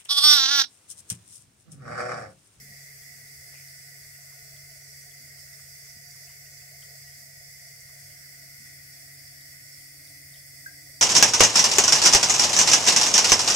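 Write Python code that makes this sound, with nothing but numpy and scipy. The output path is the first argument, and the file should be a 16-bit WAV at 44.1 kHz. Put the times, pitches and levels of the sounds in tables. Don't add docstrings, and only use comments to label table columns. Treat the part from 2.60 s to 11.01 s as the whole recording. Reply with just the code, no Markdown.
import sys
import numpy as np
from scipy import signal
from scipy.fft import rfft, irfft, next_fast_len
from scipy.io import wavfile
from scipy.ndimage import uniform_filter1d, map_coordinates

SR = 44100
rng = np.random.default_rng(int(sys.argv[2]) if len(sys.argv) > 2 else 0)


def wav_record(signal):
    frames = np.transpose(np.atleast_2d(signal))
    bounded = np.clip(frames, -1, 1)
    quanta = np.round(bounded * 32767).astype(np.int16)
    wavfile.write(sys.argv[1], SR, quanta)


N = 370881

# (pitch [Hz], width [Hz], strength close by [dB], strength far off [dB])
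TRAY_MODES = [(4717, 128, -1, 9.5), (4880, 110, -9, 0.5), (4940, 45, 1, 1), (5110, 120, -6, 3),
              (5330, 53, 3, 5), (5470, 190, -9, 8), (5650, 79, -9, -8), (5870, 70, 2, -7),
              (6110, 27, -5, 6), (6460, 140, -3, -15), (6870, 73, -14, -8), (7270, 110, -3, -4.5),
              (7880, 164, -3.5, 4), (8500, 91, -6, 8)]
# (pitch [Hz], width [Hz], strength [dB])
TANK_MODES = [(421, 24, -2.5), (545, 41, -5), (609, 22, 2), (659, 16, 3), (703.5, 23.6, 6.5)]
GAP_MODES = [(1473, 32, -11.5), (1590, 15, -16.5), (1743, 17, -7.5), (1836, 22, -8.5), (1932.4, 42, 4),
             (1944, 29, -1), (2032, 20.5, 6.5), (2063, 30, 0), (2117, 23, 3), (2174, 30, -3)]
# (frequency [Hz], strength [dB])
SPLASH_COLOUR = [(800, -54), (1020, -18.5), (1150, -11.5), (1500, -8.5), (2350, 1.5), (3000, -20.5),
                 (3450, -2), (3950, -18.5), (4500, -16), (6200, 3.5), (7000, 3.5), (8800, 3.5), (9800, -11),
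                 (16000, -34)]
SPRAY_COLOUR = [(6000, -39), (8300, -2), (9250, 7), (9850, 0), (10400, 6), (10900, 3.5), (11900, 4.5),
                (12700, 3), (14000, 2.3), (14550, 5.8), (15100, 3), (15700, 3.5)]
ROOM_COLOUR = [(15, -22), (35, -2.5), (52, -5.5), (78, 5), (105, 0), (130, -1), (162, -2), (180, -12.5),
               (240, -13.5), (265, -34), (360, -27), (700, -19), (950, -39), (3000, -68)]
TRAY_COLOUR = [(3000, -33), (4100, 6.5), (4600, 3.5), (9000, 1.5), (12000, -39)]
TANK_COLOUR = [(250, -20), (410, -4.5), (720, -6), (800, -15), (885, 0), (1000, -19.5), (1500, -5)]
GAP_COLOUR = [(800, -10.5), (1400, 0), (2150, -3.5), (2600, 1), (3500, -3)]
# (time [s], half-length [s], boost to the ringing [dB])
SWELLS = [(1.106, 0.052, 0), (2.108, 0.03, 2), (2.815, .04, 1.6), (4.404, 0.22, 1.5), (4.63, 0.045, 1.5),
          (5.476, 0.07, 1.5), (5.687, 0.055, 1)]
# (time [s], level [dB])
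TRICKLE_LEVEL = [(0, -53), (3.7, -53.5), (4.6, -55), (5.5, -53.5), (7, -53), (8.41, -55)]
MURMUR_LEVEL = [(0, -73), (1, -71.5), (3.4, -71.3), (4.1, -68.7), (4.6, -68.3), (5.3, -69.3), (5.55, -72.6),
                (7.2, -73.2), (8.41, -71.7)]
HUM_LEVEL = [(0, -55), (.3, -58.5), (4.3, -59), (8.41, -59.5)]
# (time [s], level [dB], pitch [Hz])
LAPS = [(.925, -68, 1450), (.934, -61, 590), (1.718, -66, 1250), (2.773, -69.5, 1350), (2.991, -63.5, 1500),
        (3.257, -66.5, 1450), (3.552, -70, 1150), (3.693, -65.5, 1240), (4.015, -68, 1600),
        (4.225, -64.5, 1600), (5.288, -65.5, 1300)]
SQUELCHES = [(.938, -57.5, 2500), (.975, -58, 2220), (1.53, -68, 2620), (3.68, -66, 2750),
             (4.46, -69.5, 2950), (5.49, -68, 3050), (7.738, -63.5, 3400)]
SPATTERS = [(3.503, -53, 6500), (4.575, -54.5, 7100), (5.2, -52, 7360)]
BUBBLES = [(.425, -56, 3250), (.675, -55, 3750), (1.082, -48, 4450), (1.963, -54, 3310), (2.512, -53, 3320),
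           (2.938, -56.5, 3700), (3.672, -55, 2560), (3.858, -56, 2700), (4.014, -56, 2560),
           (4.223, -46.5, 3130), (6.672, -45, 5040), (6.808, -52, 3750), (7.472, -54, 3750),
           (7.738, -49, 3680), (7.756, -54.5, 3080)]
# (time [s], level [dB])
BRUSHES = [(.45, -71.5), (.6, -73), (2.56, -72), (4.56, -71.5)]
BUMPS = [(.02, -59), (.085, -58.5), (3.35, -63), (5.995, -61.5)]
# (pitch [Hz], starting level [dB], final level [dB])
WHINE = [(102.5, -71, -72.5), (420.6, -78.5, -88), (440, -80, -89), (535, -88, -81.5), (660.5, -80, -81),
         (715.5, -78, -79)]
# (frequency [Hz], time to fade by 60 dB [s])
ECHO_FADE = [(200, .3), (1500, .3), (10000, .2)]
# (frequency [Hz], relative depth [0 to 1])
RIPPLE_DEPTH = [(400, 0), (1300, .4), (2000, .2), (3000, .45), (4500, .42), (14000, .42)]
# (frequency [Hz], correlation [-1 to 1])
EAR_LIKENESS = [(30, 0.85), (130, 0.89), (300, 0.58), (700, 0.49), (1100, -0.096), (2000, -0.017),
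                (5000, 0.063), (9000, 0.004)]
# (time [s], distance [0 closest to 1 farthest])
DISTANCE = [(0, 0.3), (1, 0.44), (3.9, 0.00062), (4.45, 0.07), (5.1, 0.26), (5.8, 0.89), (8.41, 1)]

# (level close by [dB], change when farthest [dB])
RING_DB, SPLASH_DB, SPRAY_DB = (-51, -.43), (-55, .5), (-49.5, .4)
OCTAVE_DB, DRONE_DB = (-97, 24.5), (-83.5, 7.5)
PUMP_HZ, TOP_HZ = 140.07, 15760


def jets():
    t = np.arange(N) / SR
    swell_db = sum(db * np.exp(-((t - s) / half) ** 2) for s, half, db in SWELLS)
    surge_db = .2 * wobble(9) + .2 * tone(PUMP_HZ, drift_hz=.5, flutter_db=1)
    ring = amp(heard(RING_DB) + swell_db + .59 * wobble(11)) * tray()
    splash_db = heard(SPLASH_DB) + .8 * wobble(12)
    splash = amp(splash_db) * spread(patter(5000, .61), colour(SPLASH_COLOUR))
    spray_db = heard(SPRAY_DB) + .36 * swell_db + .4 * wobble(22)
    spray = amp(spray_db) * spread(patter(8900, .16), colour(SPRAY_COLOUR))
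    return amp(surge_db) * (ring + splash * pan(-.5) + spray * pan(1.8))


def tray():
    far_share = .25 + .59 * distance()
    drops = patter(2500, .26)
    close = resonate(drops, [(hz, width, db) for hz, width, db, _ in TRAY_MODES], TRAY_COLOUR)
    far = resonate(drops, [(hz, width, db) for hz, width, _, db in TRAY_MODES], TRAY_COLOUR)
    return (1 - far_share) * close * pan(-6.5) + far_share * far * pan(-1.7)


def trickle(kick_share=.17, jitter_s=.00035):
    kicks = np.zeros((2, N))
    turns = np.arange(int(N / SR * PUMP_HZ)) / PUMP_HZ
    for ear in kicks:
        at = (turns + jitter_s * rng.standard_normal(len(turns))) * SR
        ear[np.clip(at.astype(int), 0, N - 1)] = 1
    flow = np.sqrt(kick_share) * unit(kicks - kicks.mean()) + np.sqrt(1 - kick_share) * noise()
    return amp(curve(TRICKLE_LEVEL)) * resonate(flow, GAP_MODES, GAP_COLOUR)


def tank(gurgle_count=280, low_hz=470, high_hz=725):
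    level_db = curve(MURMUR_LEVEL)
    murmur = amp(level_db + 1.7 * wobble(17)) * resonate(patter(500, .35), TANK_MODES, TANK_COLOUR)
    gurgles = np.zeros((2, N))
    for when, pitch, softness in rng.random((gurgle_count, 3)):
        at = int(when * N)
        hz = low_hz + (high_hz - low_hz) * np.sqrt(pitch)
        gain = amp(level_db[at] + 6.5 - 10 * softness)
        add(gurgles, at / SR, gain * bubble(hz, t60=.06, rise=.02, swell=.006))
    return murmur + gurgles * pan(-1.4)


def plip(start_s=8.0603, peak_db=-31.2, hz=1595):
    attack_s, hold_s, release_s, left_delay_s = .0027, .0058, .0055, .0002
    out = puffs([(start_s, peak_db - 21, hz)], width=.05, attack=.03, t60=.19)
    t = np.arange(SR // 20) / SR - np.array([[left_delay_s], [0]])
    shape = np.interp(t, np.cumsum([0, attack_s, hold_s, release_s]), [0, 1, 1, 0])
    add(out, start_s, amp(peak_db) * shape * np.sin(2 * np.pi * hz * t))
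    return out


def small_bubbles(faint_count=9, faint_hz=3200, scatter_octaves=.22, ring_cycles=91):
    faint = [(when * N / SR, -61, faint_hz * 2 ** (scatter_octaves * (2 * pitch - 1)))
             for when, pitch in rng.random((faint_count, 2))]
    rows = BUBBLES + faint
    out = puffs([(s, db - 12.5, hz) for s, db, hz in rows], width=.27, attack=.002, t60=.06)
    for s, db, hz in rows:
        add(out, s, amp(db - 3.5) * bubble(hz, t60=ring_cycles / hz, rise=.04, swell=.002))
    return out


def cat(brush_hz=235):
    smacks = puffs(LAPS, width=.6, attack=.006, t60=.07)
    for s, db, hz in LAPS:
        add(smacks, s, amp(db - 5) * bubble(hz, t60=.016, rise=.08, swell=.0015))
    squelches = puffs(SQUELCHES, width=.16, attack=.012, t60=.24)
    brushes = puffs([(s, db, brush_hz) for s, db in BRUSHES], width=.2, attack=.15, t60=.45)
    return smacks + squelches + brushes


def spatters():
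    return puffs(SPATTERS, width=.45, attack=.0035, t60=.12)


def bumps(hz=205):
    return puffs([(s, db, hz) for s, db in BUMPS], width=.35, attack=.01, t60=.16)


def pump():
    hum = amp(curve(HUM_LEVEL)) * tone(PUMP_HZ, drift_hz=.4, flutter_db=.8)
    octave = amp(heard(OCTAVE_DB)) * tone(2 * PUMP_HZ, drift_hz=2.2, flutter_db=2.2)
    whine = sum(amp(np.linspace(first_db, last_db, N)) * tone(hz, drift_hz=5, flutter_db=3, rate=24)
                for hz, first_db, last_db in WHINE)
    drone_db = heard(DRONE_DB) + 2.7 * wobble(3.81)
    drone = amp(drone_db) * spread(noise(), lambda hz: resonance([(305, 60, 0)], hz) ** 2)
    return hum + octave + whine + drone * pan(3.9)


def standing_waves(x, ripple_db=17.5, patch_db=.85):
    frames = dict(nperseg=2048, noverlap=1536)
    hz, t, spectrum = signal.stft(x, SR, **frames)
    hz = hz[:, None]

    def drifting(bins):
        field = uniform_filter1d(rng.standard_normal(spectrum.shape), size=bins, axis=1)
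        return unit(uniform_filter1d(uniform_filter1d(field, size=36, axis=2), size=20, axis=2))

    ripple = amp(ripple_db * along(RIPPLE_DEPTH, hz) * drifting(bins=2))
    ripple /= np.sqrt(uniform_filter1d(ripple ** 2, size=7, axis=1))
    far = np.interp(t * SR, np.arange(N), distance())
    fading_db = np.exp(-((hz - 6900) / 1100) ** 2) * (.6 * (1 - far) - 1.3 * far)
    patches = amp(patch_db * drifting(bins=22) + fading_db)
    return signal.istft(spectrum * ripple * patches, **frames)[1][:, :N]


def corner_echo(x):
    hz, t, spectrum = signal.stft(rng.standard_normal((2, SR // 2)), SR, nperseg=256)
    fade = amp(-60 * t / along(ECHO_FADE, hz)[:, None])
    tail = signal.istft(spectrum * fade, SR, nperseg=256)[1]
    tail = np.pad(tail / np.linalg.norm(tail[0]), ((0, 0), (SR // 200, 0)))
    return signal.fftconvolve(x, tail, axes=1)[:, :N]


def room_rumble():
    return amp(-64) * spread(noise(), colour(ROOM_COLOUR))


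def bubble(hz, t60, rise, swell):
    t = np.arange(SR // 5) / SR
    shape = (1 - np.exp(-t / swell)) ** 2 * amp(-60 * t / t60)
    return shape / shape.max() * np.sin(2 * np.pi * hz * t * (1 + rise * t / t60))


def puffs(rows, width, attack, t60):
    out, t = np.zeros((2, N)), np.arange(SR // 2) / SR
    hz = np.fft.rfftfreq(len(t), 1 / SR)
    shape = (1 - np.exp(-t / attack)) * amp(-60 * t / t60)
    for s, db, centre in rows:
        band = resonance([(centre, centre * width, 0)], hz) ** 2
        burst = irfft(rfft(rng.standard_normal(len(t))) * band, len(t))
        add(out, s, amp(db) * unit(burst) * shape / shape.max())
    return out


def patter(rate, share):
    hits = noise() * (rng.random((2, N)) < rate / SR)
    return np.sqrt(share) * unit(hits) + np.sqrt(1 - share) * noise()


def tone(hz, drift_hz, flutter_db, rate=7):
    phase = 2 * np.pi * np.cumsum(hz + drift_hz * wobble(rate)) / SR
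    return unit(np.sin(phase) * amp(flutter_db * wobble(rate)))


def resonance(modes, hz):
    return np.sqrt(sum(amp(2 * db) / (1 + ((hz * hz - centre * centre) / (hz * width + 1e-9)) ** 2)
                       for centre, width, db in modes))


def resonate(pair, modes, tint):
    return spread(pair, lambda hz: resonance(modes, hz) * amp(along(tint, hz)))


def spread(pair, gain):
    def mid_side(hz):
        turn = np.arccos(along(EAR_LIKENESS, hz)) / 2
        return gain(hz) * np.array([np.cos(turn), np.sin(turn)])
    mid, side = filtered(pair, mid_side)
    return unit(np.array([mid + side, mid - side]))


def filtered(x, gain):
    size = next_fast_len(N + SR // 4)
    return irfft(rfft(x, size) * gain(np.fft.rfftfreq(size, 1 / SR)), size)[..., :N]


def colour(points):
    return lambda hz: amp(along(points, hz))


def along(points, hz):
    freqs, values = np.transpose(points)
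    return np.interp(np.log(hz + 1), np.log(freqs + 1), values)


def curve(points):
    return np.interp(np.arange(N) / SR, *np.transpose(points))


def distance():
    return curve(DISTANCE)


def heard(levels):
    close_db, change_db = levels
    return close_db + change_db * distance()


def wobble(rate):
    return map_coordinates(rng.standard_normal(int(N * rate / SR) + 4), [np.arange(N) * rate / SR])


def noise():
    return rng.standard_normal((2, N))


def amp(db):
    return 10 ** (np.asarray(db) / 20)


def unit(x):
    return x / np.sqrt(np.mean(x ** 2) + 1e-20)


def pan(db):
    return amp([[db / 2], [-db / 2]])


def add(out, s, sound):
    part = out[:, max(round(s * SR), 0):][:, :sound.shape[-1]]
    part += sound[..., :part.shape[1]]


def scene():
    events = spatters() + bumps() + small_bubbles() + plip() + cat()
    background = amp(-13) * corner_echo(events) + room_rumble() + pump()
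    water = jets() + trickle() * pan(.52) + tank() * pan(-.8)
    return standing_waves(water) + events + background


def record(dry):
    return filtered(dry, lambda hz: hz < TOP_HZ)


dry = scene()
out = record(dry)
wav_record(out)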